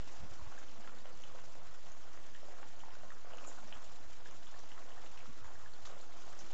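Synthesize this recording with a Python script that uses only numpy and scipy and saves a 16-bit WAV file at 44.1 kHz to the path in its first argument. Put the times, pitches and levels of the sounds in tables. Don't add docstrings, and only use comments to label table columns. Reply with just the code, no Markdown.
import sys
import numpy as np
from scipy import signal
from scipy.io import wavfile
from scipy.ndimage import uniform_filter1d

SR = 44100
rng = np.random.default_rng(int(sys.argv[2]) if len(sys.argv) > 2 else 0)


def wav_record(signal):
    frames = np.transpose(np.atleast_2d(signal))
    bounded = np.clip(frames, -1, 1)
    quanta = np.round(bounded * 32767).astype(np.int16)
    wavfile.write(sys.argv[1], SR, quanta)


def how_loud(loudness_db):
    steps = np.asarray(loudness_db, float) / 20
    return 10 ** steps


N = 287973

# start_s, level_db, pitch_hz
BUBBLES = [(0.394, -52, 1010), (.4635, -51, 955), (.519, -48.5, 755), (0.5777, -48, 1660), (.607, -57, 800),
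           (.655, -57, 684), (.8032, -53, 780), (0.8453, -51.5, 1600), (0.877, -48.5, 1270),
           (0.894, -54, 1310), (1.0545, -47, 617), (1.072, -52, 1360), (1.299, -52, 1170),
           (1.349, -46, 557), (1.5534, -50, 626), (1.628, -54.5, 630), (1.747, -56, 1510),
           (1.842, -51, 600), (1.948, -53, 1100), (2.1731, -51, 540), (2.3503, -48.5, 1740),
           (2.365, -59, 1860), (2.4302, -49, 583), (2.461, -55, 830), (2.4845, -49, 650),
           (2.6294, -48.5, 795), (2.835, -44.5, 905), (2.883, -50.5, 845), (2.952, -50.5, 1450),
           (2.9683, -50, 620), (3.0337, -44, 660), (3.1039, -46, 1760), (3.119, -46, 1250),
           (3.2466, -48, 590), (3.269, -51, 1210), (3.308, -50.5, 700), (3.322, -55, 820),
           (3.316, -51.5, 574), (3.3352, -44, 660), (3.3465, -52, 807), (3.3827, -48.5, 1220),
           (3.4488, -44.5, 1190), (3.5827, -47, 1305), (3.7195, -49.5, 694), (3.7242, -51, 730),
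           (3.753, -52, 1190), (3.767, -54, 1030), (3.848, -54, 626), (3.985, -53, 810), (4.258, -46, 1650),
           (4.541, -49.5, 1700), (4.5471, -51.5, 676), (4.562, -51.5, 1150), (4.706, -58, 1980),
           (4.715, -56, 1730), (4.751, -59, 1840), (4.779, -51, 1260), (4.904, -54.5, 1770),
           (4.975, -55.5, 710), (4.978, -52, 1760), (5.159, -52.5, 920), (5.2567, -51, 1200),
           (5.443, -51, 930), (5.445, -50.5, 1600), (5.454, -52, 980), (5.481, -56.5, 990),
           (5.555, -52, 1600), (5.616, -52, 1210), (5.66, -48, 1650), (5.8557, -53.5, 1210),
           (5.871, -47, 1180), (5.8782, -51, 664), (5.914, -54, 1250), (5.9661, -50, 720),
           (6.034, -54, 1330), (6.2183, -52.5, 1320), (6.2779, -49.5, 654), (6.385, -53.5, 695)]
# start_s, level_db, pitch_hz
SPITS = [(0.5883, -48, 6600), (0.6842, -52, 3080), (0.876, -51, 3150), (0.9868, -51, 3700),
         (1.057, -52.5, 3040), (1.221, -49, 6300), (1.2373, -43, 2990), (1.919, -46.5, 6560),
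         (2.347, -50, 3070), (2.8042, -48.5, 3120), (2.906, -52, 2980), (3.3203, -50.5, 2900),
         (3.335, -47, 2840), (3.372, -47.5, 6511), (3.385, -46.5, 2860), (3.441, -47, 2580),
         (3.476, -53, 7350), (3.675, -48, 5700), (3.707, -60, 2390), (3.7262, -39, 2980),
         (3.754, -53, 2900), (3.845, -50, 7000), (4.273, -55, 5400), (4.3108, -48, 6440), (4.47, -48, 3400),
         (4.592, -46, 5760), (4.7175, -46.5, 2920), (4.919, -50, 3000), (5.063, -49.5, 2750),
         (5.1752, -48, 2800), (5.205, -50, 2340), (5.7364, -48, 4280), (5.855, -46.5, 3800),
         (5.8667, -46, 6070), (5.916, -56, 4000), (6.001, -55, 4000), (6.0107, -51, 4260),
         (6.0148, -48, 7100), (6.212, -49.5, 6060), (6.3909, -43, 6250), (6.406, -47, 6240)]
# start_s, level_db
CRACKS = [(0.875, -39.5), (1.0563, -45.5), (1.2375, -54), (1.553, -48), (2.175, -44), (2.63, -42),
          (3.7252, -39), (4.259, -50), (4.7785, -44), (5.176, -48), (5.8525, -46), (5.858, -53),
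          (5.914, -51), (6.2782, -52)]
# peak_s, level_db (rms before rise and fade), centre_hz, width_hz (each pass), rise_s
JETS = [(0.581, -62, 1530, 885, 0.0032), (3.476, -52, 7150, 1110, 0.016), (5.178, -60, 2440, 1880, 0.012),
        (5.857, -53.5, 4500, 6200, 0.0099), (6.391, -56.5, 6000, 2650, 0.0027)]
# centre_s, level_db, pitch_hz, push (signed factor; negative is a pull)
THUMPS = [(0.205, -43, 69, 0.74), (0.223, -46, 85, 0.96), (0.2363, -40.5, 90, 1), (.251, -53, 90, -1.2),
          (0.317, -44, 77.4, -0.86), (0.35, -56, 73, 0.86), (0.397, -48.5, 111, 0.73),
          (0.427, -47, 54.4, -1.6), (0.472, -41.5, 71.4, 0.82), (3.757, -45, 36.8, 0.43),
          (5.296, -49, 74, 0.78), (5.462, -45, 60.6, -0.58), (5.786, -45, 58, 0.012),
          (5.838, -52, 40.6, -1.1)]
# time_s, vigour_db (above its usual level)
VIGOUR = [(0, 3.5), (.3, 0), (.6, 1.5), (1.0, -0.5), (2.15, -0.84), (2.45, -0.4), (2.751, 0), (3.253, -2),
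          (3.5, 2), (4.1, 0), (4.65, 0), (4.95, 1.3), (5.25, -0.5), (5.8, -1.5), (6.1, 0), (6.53, 3)]
# pitch_hz, grain_db
BUBBLING = [(250, -2.5), (400, -6), (600, 5.5), (900, 1), (1300, 4.5), (1900, 0), (2600, -18.5)]
# pitch_hz, grain_db
FIZZ = [(1500, -20.5), (2200, -10), (3000, -5), (4000, -5), (5500, -1.5), (7000, 2.5), (8000, -7.5)]
# pitch_hz, grain_db
SPUTTER = [(450, -6.5), (900, 0), (1800, -1.5), (3000, -5)]
# (relative, per Hz)
AIR = [(15, 11.5), (30, -1), (60, 4), (100, -6), (140, -1.5), (190, -10.5), (300, -21.5), (420, -31),
       (600, -11.5), (1300, -6.5), (2200, -17), (3000, -15.5), (5000, -18.5), (7000, -17.5)]
# mode_hz, gain_db (before a common factor of 10), t60_s
PAN = [(225, -15, 0.69), (690.5, -22, 0.64), (1060.6, -17, 0.35), (2990, -19.5, 0.37)]
# pitch_hz, level_db (rms), width_hz
HUMS = [(100, -74, 6.8), (500, -78.5, 1.5), (1881, -81, 1.0)]
# frequency_hz, t60_s
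KITCHEN = [(200, 0.67), (1000, 0.14), (4000, 0.094), (8000, 0.16)]
# start_s, end_s, pitch_hz, level_db (of the clean peak and the fuzz rms)
MOANS = [(0.549, 1.134, 222.6, -68), (.7, 1.56, 497, -72), (.85, 1.916, 140.6, -73.5),
         (3.503, 3.834, 225, -69), (4.804, 6.19, 99.8, -73), (5.267, 5.328, 225, -61.5)]

BUBBLING_DB, SPUTTER_DB, FIZZ_DB, CRACKLE_DB = -65, -69.5, -67.5, -76.5
FIZZ_FOLLOWS = 1.35
BUBBLE_CYCLES, BUBBLE_POWER = 2.97, 1
SPIT_CYCLES, SPIT_POWER = 5.3, 0.31
CRACK_HZ, CRACK_CYCLES = 1600, 1
SNAP_RATIO, SNAP_CYCLES, SNAP_LAG_S, SNAP_DB = 1.91, 2.2, 0.00064, -7.5
AIR_DB = -60.5
THUMP_CYCLES = 0.58
RUMBLE_DB, RUMBLE_HZ, RUMBLE_WIDTH_HZ = -67, 90, 170
JET_FADE_S = 0.15
OFFSET = .0259


def evened(x):
    return x / np.sqrt(np.mean(x ** 2) + 1e-20)


def read(points, hz):
    f, value = np.transpose(points)
    return np.interp(np.log(hz + 1), np.log(f + 1), value)


def add(mix, s, sound):
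    part = mix[round(s * SR):][:len(sound)]
    part += sound[:len(part)]


def resonate(x, hz, width):
    turn = np.exp(2j * np.pi * np.cumsum(hz * np.ones(len(x))) / SR)
    r = np.exp(-np.pi * width / SR)
    return 2 * (turn * signal.lfilter([1 - r], [1, -r], x / turn)).real


def blip(hz, cycles, glide):
    samples = int(3 * cycles / hz * SR) + 2
    u = np.arange(samples) / SR * hz / cycles
    swell = np.e * u * np.exp(1 - np.e * u)
    return swell * np.sin(2 * np.pi * cycles * u * (1 + glide * (u - .5)))


def grains(spectrum, per_s, cycles, spread_db, glide, clumping, tick=0, count=40):
    out = np.zeros(N)
    drift = uniform_filter1d(rng.standard_normal(N), 400)
    clumps = evened(uniform_filter1d(drift, 400))
    chance = per_s / count / SR * np.exp(clumping * clumps)
    for hz in np.geomspace(spectrum[0][0], spectrum[-1][0], count):
        size = how_loud(spread_db * np.minimum(rng.exponential(1, N), 3))
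        bursts = size * (rng.random(N) < chance)
        pocket = blip(hz, cycles, glide)
        add(pocket, 0, tick * blip(SNAP_RATIO * hz, cycles, glide))
        out += signal.oaconvolve(bursts, how_loud(read(spectrum, hz)) * pocket)[:N]
    return evened(out)


def churn(bursts, stir_db, settle_s):
    stir, u = np.zeros(N), np.arange(SR // 4) / SR / settle_s
    for s, db, *_ in bursts:
        add(stir, s, how_loud(db + stir_db) * u * np.exp(1 - u))
    return np.sqrt(1 + stir ** 2)


def simmer():
    vigour_db = np.interp(np.arange(N) / SR, *np.transpose(VIGOUR))
    bubbling = churn(BUBBLES, 41.5, 0.0084) * grains(BUBBLING, 700, 2.74, 2.6, 0.15, .55, tick=0.54)
    fizz = churn(SPITS, 30.0, 0.056) * grains(FIZZ, 3200, 9.06, 1.0, 0.082, 0.61)
    sputter = churn(BUBBLES, 46.7, 0.036) * grains(SPUTTER, 230, 1.19, 3.0, 0.034, .7, count=16)
    crackle = grains(FIZZ, 210, 9.3, 2.2, 0.023, 0.55, count=24)
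    wet = how_loud(BUBBLING_DB) * bubbling + how_loud(SPUTTER_DB) * sputter
    treble = how_loud(FIZZ_DB) * fizz + how_loud(CRACKLE_DB) * crackle
    return how_loud(vigour_db) * wet + how_loud(FIZZ_FOLLOWS * vigour_db) * treble


def pan(x):
    return sum(how_loud(db) * resonate(x, hz, 4.2 / t60) * 10 for hz, db, t60 in PAN)


def kitchen(x):
    out = np.zeros(N)
    for path in range(3):
        taps = np.zeros(SR // 2)
        at = np.arange(200, len(taps) - 20, 20)
        taps[at + rng.integers(0, 20, len(at))] = rng.choice([-1., 1.], len(at))
        hz, t, z = signal.stft(taps, SR, nperseg=256)
        decay = how_loud(-60 * t / read(KITCHEN, hz)[:, None])
        tail = signal.istft(z * decay, SR, nperseg=256)[1]
        share = np.sqrt(2 / 3) * np.cos(np.pi * (3 * np.arange(N) / SR + path / 3))
        out += signal.fftconvolve(x * share, tail / np.linalg.norm(tail))[:N]
    return out


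def air():
    frames, hz = N // 512 + 5, np.fft.rfftfreq(2048, 1 / SR)
    a, b, patches = rng.standard_normal((frames, 1025, 3)).T
    patches = uniform_filter1d(uniform_filter1d(patches, 40, 0), 3, 1)
    patch_db = 3.1 * np.minimum(0.48 + hz / 2500, 1)[:, None] * evened(patches)
    z = (a + 1j * b) * how_loud(read(AIR, hz)[:, None] + patch_db)
    noise = signal.istft(z, nperseg=2048, noverlap=1536)[1][:N]
    hums = sum(how_loud(db) * evened(resonate(rng.standard_normal(N), f, w)) for f, db, w in HUMS)
    return how_loud(AIR_DB) * evened(noise) + hums


def thumps():
    out, t = np.zeros(N), np.arange(N) / SR
    for s, db, hz, push in THUMPS:
        envelope = np.exp(-np.e * ((t - s) * hz / THUMP_CYCLES) ** 2)
        out += push * how_loud(db) * envelope * np.sin(2 * np.pi * hz * (s - t))
    rumble = evened(resonate(rng.standard_normal(N), RUMBLE_HZ, RUMBLE_WIDTH_HZ))
    return out + how_loud(RUMBLE_DB) * (churn(THUMPS, 51.0, 0.011) - 1) * rumble


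def pops():
    out = np.zeros(N)
    for s, db, hz in BUBBLES:
        cycles = BUBBLE_CYCLES * (hz / 1e3) ** BUBBLE_POWER
        add(out, s, how_loud(db) * blip(hz, cycles, 0.02))
        add(out, s + SNAP_LAG_S, how_loud(db + SNAP_DB) * blip(SNAP_RATIO * hz, SNAP_CYCLES, 0.066))
    for s, db, hz in SPITS:
        cycles = SPIT_CYCLES * (hz / 6500.0) ** SPIT_POWER
        add(out, s, how_loud(db) * blip(hz, cycles, 0.0077))
    for s, db in CRACKS:
        add(out, s, how_loud(db) * blip(CRACK_HZ, CRACK_CYCLES, 0.017))
    return out


def moans():
    out = np.zeros(N)
    for start, end, hz, db in MOANS:
        t = np.arange(0, end - start, 1 / SR)
        clean = np.sin(2 * np.pi * (hz * t + rng.random()))
        fuzz = evened(resonate(rng.standard_normal(len(t)), hz, 35))
        add(out, start, how_loud(db) * (clean + fuzz) * signal.windows.tukey(len(t), .6))
    return out


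def jets():
    out, t = np.zeros(N), np.arange(-SR // 20, SR // 4) / SR
    fade = how_loud(-60 * np.maximum(t, 0) / JET_FADE_S)
    for s, db, hz, width, rise in JETS:
        droplets = rng.standard_normal(len(t)) * how_loud(1.8 * rng.exponential(1, len(t)))
        jet = evened(resonate(resonate(droplets, hz, width), hz, width))
        add(out, s + t[0], how_loud(db) * fade * np.clip(1 + t / rise, 0, 1) * jet)
    return out


def scene():
    small, large = simmer() + jets(), pops()
    food = small + large + pan(small + large)
    echoes = kitchen(how_loud(-9.0) * food + how_loud(-9.0) * large)
    return (food + echoes + air() + moans() + thumps())[None]


def low_pass(x):
    return signal.sosfilt(signal.butter(12, 8490, fs=SR, output="sos"), x)


def record(dry):
    lowpass = signal.firwin(101, 7750, window=("kaiser", 6), fs=SR)
    limited = signal.oaconvolve(dry, lowpass[None], "same")
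    return low_pass(limited + OFFSET)


dry = scene()
out = record(dry)
wav_record(out)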